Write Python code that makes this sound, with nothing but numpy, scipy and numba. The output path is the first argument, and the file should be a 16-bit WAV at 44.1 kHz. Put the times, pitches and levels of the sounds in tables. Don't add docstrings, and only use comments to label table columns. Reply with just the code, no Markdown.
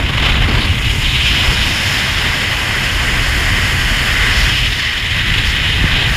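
import sys
import numpy as np
from scipy import signal
from scipy.fft import rfft, irfft, next_fast_len
from scipy.io import wavfile
from numba import njit

SR = 44100
rng = np.random.default_rng(int(sys.argv[2]) if len(sys.argv) > 2 else 0)


def put_to_file(sound):
    columns = np.atleast_2d(sound).T
    safe = np.clip(columns, -1, 1)
    whole_steps = np.round(safe * 32767)
    wavfile.write(sys.argv[1], SR, whole_steps.astype(np.int16))


N = 271656

# (time [s], gust depth [dB])
GUST_DEPTH = [(0, 3.5), (.6, 1.5), (.95, 1.5), (1.3, 0.9), (4.6, 0.46), (4.8, 1.7), (6.16, 0.7)]
# (time [s], rumble level [dB], thud level [dB])
BUFFET_LEVELS = [(0, -14.5, -20), (.72, -19, -17), (1.2, -18.5, -22), (1.49, -13.5, -19), (1.8, -24, -21.5),
                 (2.25, -23.5, -24), (2.65, -26, -26), (2.95, -19.5, -23), (3.55, -17.5, -20.5),
                 (3.97, -21, -22.5), (4.32, -16.5, -21), (4.71, -19, -22.5), (4.9, -25, -31.5),
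                 (5.3, -16, -17.5), (5.58, -20.5, -23.5), (5.86, -18, -17), (6.16, -19.5, -20.5)]
# (frequency [Hz], relative level [dB])
RUMBLE_COLOUR = [(10, -21), (20, -5), (32, 2.5), (52, 3.5), (68, 1), (100, -13)]
THUD_COLOUR = [(50, -23), (80, -0.5), (130, -3), (165, -12.5), (230, -24.5)]
GROWL_COLOUR = [(130, -9), (180, -1), (250, -2), (350, -7), (550, -15.5)]
ROAR_COLOUR = [(280, -12), (420, -3.5), (650, -1), (850, 0), (1150, 2.5), (1400, -2), (2300, -7.5),
               (3600, -40), (5000, -33)]
# (start [s], end [s], gain [dB])
LEE_DIPS = [(.65, 1.36, -3.5), (4.52, 5.8, -4.5), (4.74, 5.2, -1.5)]
# (start [s], end [s], gain [dB])
ROAR_BURSTS = [(0, .67, 1.5), (.5, .59, 2.5), (1.33, 1.55, 1), (3.0, 3.17, 1), (4.0, 4.5, 0.5),
               (6.05, 6.3, -1)]
# (time [s], lower ring [dB], upper rings [dB], upper shoulder [dB])
RING_LEVELS = [(0, -25.5, -23, -32), (.3, -23, -17.5, -24), (.5, -24.5, -21, -31.5),
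               (1.0, -25.5, -22.5, -32), (1.2, -23, -20.5, -34), (1.33, -21.5, -18.5, -33),
               (1.7, -22.5, -19, -27), (2.25, -20, -20, -27.5), (2.7, -22.5, -21.5, -35),
               (3.1, -21, -21, -32.5), (3.9, -20.5, -20.5, -34), (4.29, -17, -18.5, -28.5),
               (4.6, -23, -16.5, -29), (4.78, -23, -20.5, -29), (4.9, -21, -21, -30),
               (5.1, -22, -19.5, -28), (5.3, -19.5, -19, -27.5), (5.82, -22, -19, -26.5),
               (5.97, -21.5, -21, -26.5), (6.16, -21, -22, -30)]
# (time [s], pitch [Hz])
LOW_RING_PITCH = [(0, 2050), (1.2, 2060), (2.0, 1980), (3.5, 1980), (4.3, 1950), (5.0, 1950), (6.16, 1950)]
# (start [s], end [s], ring gain [dB], shoulder gain [dB])
CAVITY_CATCHES = [(.04, .1, 3, 2), (.145, .175, -4, -1), (.335, .352, -8, -4), (.445, .5, -3, 0),
                  (.6, .645, 0, 9), (.79, .822, -3, -11), (.822, .92, 2, 3.5), (1.037, 1.2, 3.5, 10),
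                  (1.2, 1.45, 4, 8), (1.55, 1.65, 1, 4.5), (4.68, 4.8, -4, -1), (4.722, 4.74, 2, 7),
                  (5.915, 6.08, 4.5, 4)]
# (time [s], level [dB])
HISS_RIDE = [(0, -39.5), (.7, -38), (.92, -34.5), (1.2, -34), (2.0, -31.5), (2.6, -33.5), (3.2, -32),
             (4.2, -31), (4.41, -31.5), (4.6, -33.5), (4.9, -37.5), (5.3, -36.5), (6.03, -37),
             (6.12, -33.5), (6.16, -33)]
# (start [s], end [s], coarse [dB], sizzle [dB], fine [dB])
HISS_PUFFS = [(.22, .3, 5, 1.5, 0), (.48, .66, 7, -2, .5), (.66, 1.23, -3, -1, 0.5),
              (.76, .82, -3, -3, -0.5), (1.23, 2.013, 1.5, 4.5, 1), (2.013, 2.4, 0, 2.5, -0.7),
              (4.3, 4.94, 2, 3.5, 0), (4.37, 4.46, 3, 1.5, 2), (4.75, 4.94, 3, -0.5, 0),
              (5.442, 5.525, 7, 5, 3)]
# (frequency [Hz], relative level [dB])
COARSE_HISS = [(3500, -24), (4150, 0), (4600, 2.5), (4900, -1.5), (5600, -11)]
SIZZLE_HISS = [(4300, -18), (4850, -1.5), (5500, -2), (6200, -11), (7500, -18)]
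FINE_HISS = [(5000, -21), (6300, -2), (7500, -5.5), (10000, -6.5), (13000, -11), (14000, -13.5),
             (16000, -16)]
# (centre [Hz], width [Hz], gain [dB])
HOUSING_MODES = [(4410, 250, 5), (5160, 330, 7), (6360, 580, -1.5), (6990, 1200, 6), (8540, 560, -3),
                 (9300, 1200, 3.5), (13000, 1000, 3.5)]
# (time [s], pitch [Hz], level [dB])
EDGE_TONE = [(.59, 10550, -70), (.605, 10520, -46), (.655, 10420, -46), (.68, 10280, -53),
             (.70, 10250, -70)]
# (time [s], level the decay starts from [dB], final pitch [Hz], t60 [s])
PORT_SLAP = [(5.8405, 6, 98, 0.053)]

LEE_EDGE_S = 0.13


def from_db(db):
    return 10 ** (np.asarray(db) / 20)


def rms_one(x):
    return x / np.sqrt(np.mean(x ** 2) + 1e-20)


def curves(rows):
    times, *columns = np.transpose(rows)
    return [np.interp(np.arange(N) / SR, times, column) for column in columns]


def spells(rows, edge_s):
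    t = np.arange(N) / SR
    return sum(np.outer(db, np.clip(np.minimum(t - start, end - t) / edge_s + .5, 0, 1))
               for start, end, *db in rows)


def drift(rate_hz):
    hop, run_in = 40, 2000
    pole = np.exp(-2 * np.pi * hop * rate_hz / SR)
    slow = signal.lfilter([1], [1, -2 * pole, pole * pole], rng.standard_normal(N // hop + run_in + 2))
    slow = rms_one(slow[run_in:])
    return np.interp(np.arange(N) / hop, np.arange(len(slow)), slow)


def bands(colour, modes):
    size = next_fast_len(N)
    hz = np.maximum(np.arange(size // 2 + 1) * SR / size, 1)
    colour_hz, colour_db = np.transpose(colour)
    db = np.interp(np.log(hz), np.log(colour_hz), colour_db, left=-90, right=-90)
    for centre_hz, width_hz, gain_db in modes:
        db += gain_db / (1 + (2 * (hz - centre_hz) / width_hz) ** 2)
    spectrum = rfft(rng.standard_normal(size)) * from_db(db)
    spectrum /= np.std(irfft(spectrum, size))
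    steps = np.arange(np.floor(2 * np.log2(colour_hz[0])), np.ceil(2 * np.log2(colour_hz[-1])) + 1)
    return [irfft(spectrum * np.clip(1 - abs(2 * np.log2(hz) - k), 0, 1), size)[:N] for k in steps]


def turbulence(colour, flutter_db, swell_db, rate_hz, modes=()):
    return sum(from_db(flutter_db + swell_db * drift(rate_hz)) * band for band in bands(colour, modes))


@njit
def resonate(x, hz, width_hz):
    out, r = np.zeros(len(x)), np.exp(-np.pi * width_hz / SR)
    for i in range(2, len(x)):
        feedback = 2 * r * np.cos(2 * np.pi * hz[i] / SR)
        out[i] = x[i] - x[i - 2] + feedback * out[i - 1] - r * r * out[i - 2]
    return out


def sing(hz, width_hz):
    hz = hz + np.zeros(N)
    once = resonate(rng.standard_normal(N), hz, width_hz)
    return rms_one(resonate(once, hz, width_hz))


def eddies(gust_db):
    rumble_db, thud_db = curves(BUFFET_LEVELS)
    lee_db = spells(LEE_DIPS, LEE_EDGE_S)[0]
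    burst_db = spells(ROAR_BURSTS, edge_s=0.038)[0]
    roar_db = -26 + lee_db + burst_db
    growl_db = -29.5 + 0.37 * (thud_db - thud_db.mean()) + 0.48 * lee_db + 2 * burst_db
    return (from_db(rumble_db) * turbulence(RUMBLE_COLOUR, 0, swell_db=0.8, rate_hz=3.5)
            + from_db(thud_db) * turbulence(THUD_COLOUR, 0, swell_db=1, rate_hz=12)
            + from_db(growl_db) * turbulence(GROWL_COLOUR, 0.41 * gust_db, swell_db=2.1, rate_hz=17)
            + from_db(roar_db) * turbulence(ROAR_COLOUR, 0.98 * gust_db, swell_db=0.6, rate_hz=5.4))


def cavities(gust_db):
    low_db, high_db, over_db = curves(RING_LEVELS)
    catch_db, over_catch_db = spells(CAVITY_CATCHES, edge_s=0.008)
    under_db = low_db - 3.5 + 0.68 * spells(LEE_DIPS, LEE_EDGE_S)[0]
    low_ring = from_db(low_db) * sing(curves(LOW_RING_PITCH)[0], width_hz=450)
    low_shoulder = from_db(under_db) * sing(1600, width_hz=500)
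    pair = rms_one(sing(2980, width_hz=700) + from_db(-3.5) * sing(2520, width_hz=450))
    high_rings = from_db(high_db + catch_db) * pair
    high_shoulder = from_db(over_db + over_catch_db) * sing(3600, width_hz=800)
    return (from_db(0.56 * gust_db + 0.58 * drift(7.7)) * (low_ring + low_shoulder)
            + from_db(0.94 * gust_db + 0.32 * drift(10.5)) * (high_rings + high_shoulder))


def hiss(gust_db):
    ride_db = curves(HISS_RIDE)[0]
    swing_db = ride_db + 34
    coarse_puff_db, sizzle_puff_db, fine_puff_db = spells(HISS_PUFFS, edge_s=0.012)
    flutter_db = 0.58 * gust_db + 0.22 * drift(8.1)
    coarse = turbulence(COARSE_HISS, flutter_db, swell_db=0.9, rate_hz=17, modes=HOUSING_MODES)
    sizzle = turbulence(SIZZLE_HISS, flutter_db, swell_db=0.62, rate_hz=7.3, modes=HOUSING_MODES)
    fine = turbulence(FINE_HISS, flutter_db, swell_db=0.5, rate_hz=7.8, modes=HOUSING_MODES)
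    return (from_db(-34.5 + swing_db + coarse_puff_db) * coarse
            + from_db(-34 + 0.87 * swing_db + sizzle_puff_db) * sizzle
            + from_db(ride_db + fine_puff_db) * fine)


def whistle():
    hz, level_db = curves(EDGE_TONE)
    return from_db(level_db) * sing(hz, width_hz=120)


def slap():
    out = np.zeros(N)
    for start, level_db, hz, t60 in PORT_SLAP:
        t = np.maximum(np.arange(N) / SR - start, 0)
        cycles = hz * (t + 0.0064 * (1 - np.exp(-t / 0.0022)))
        attack = 1 - np.exp(-t / 0.0039)
        out += from_db(level_db - 60 * t / t60) * attack * np.sin(2 * np.pi * cycles)
    return out


def scene():
    gust_db = curves(GUST_DEPTH)[0] * rms_one(0.25 * drift(8.9) + drift(45))
    return (eddies(gust_db) + cavities(gust_db) + hiss(gust_db) + whistle() + slap())[None]


def record(dry):
    rounded = 1.4 * np.tanh(dry / 1.4)
    low_pass = signal.ellip(14, .5, 90, 15290, fs=SR, output="sos")
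    return signal.sosfilt(low_pass, rounded)


dry = scene()
out = record(dry)
put_to_file(out)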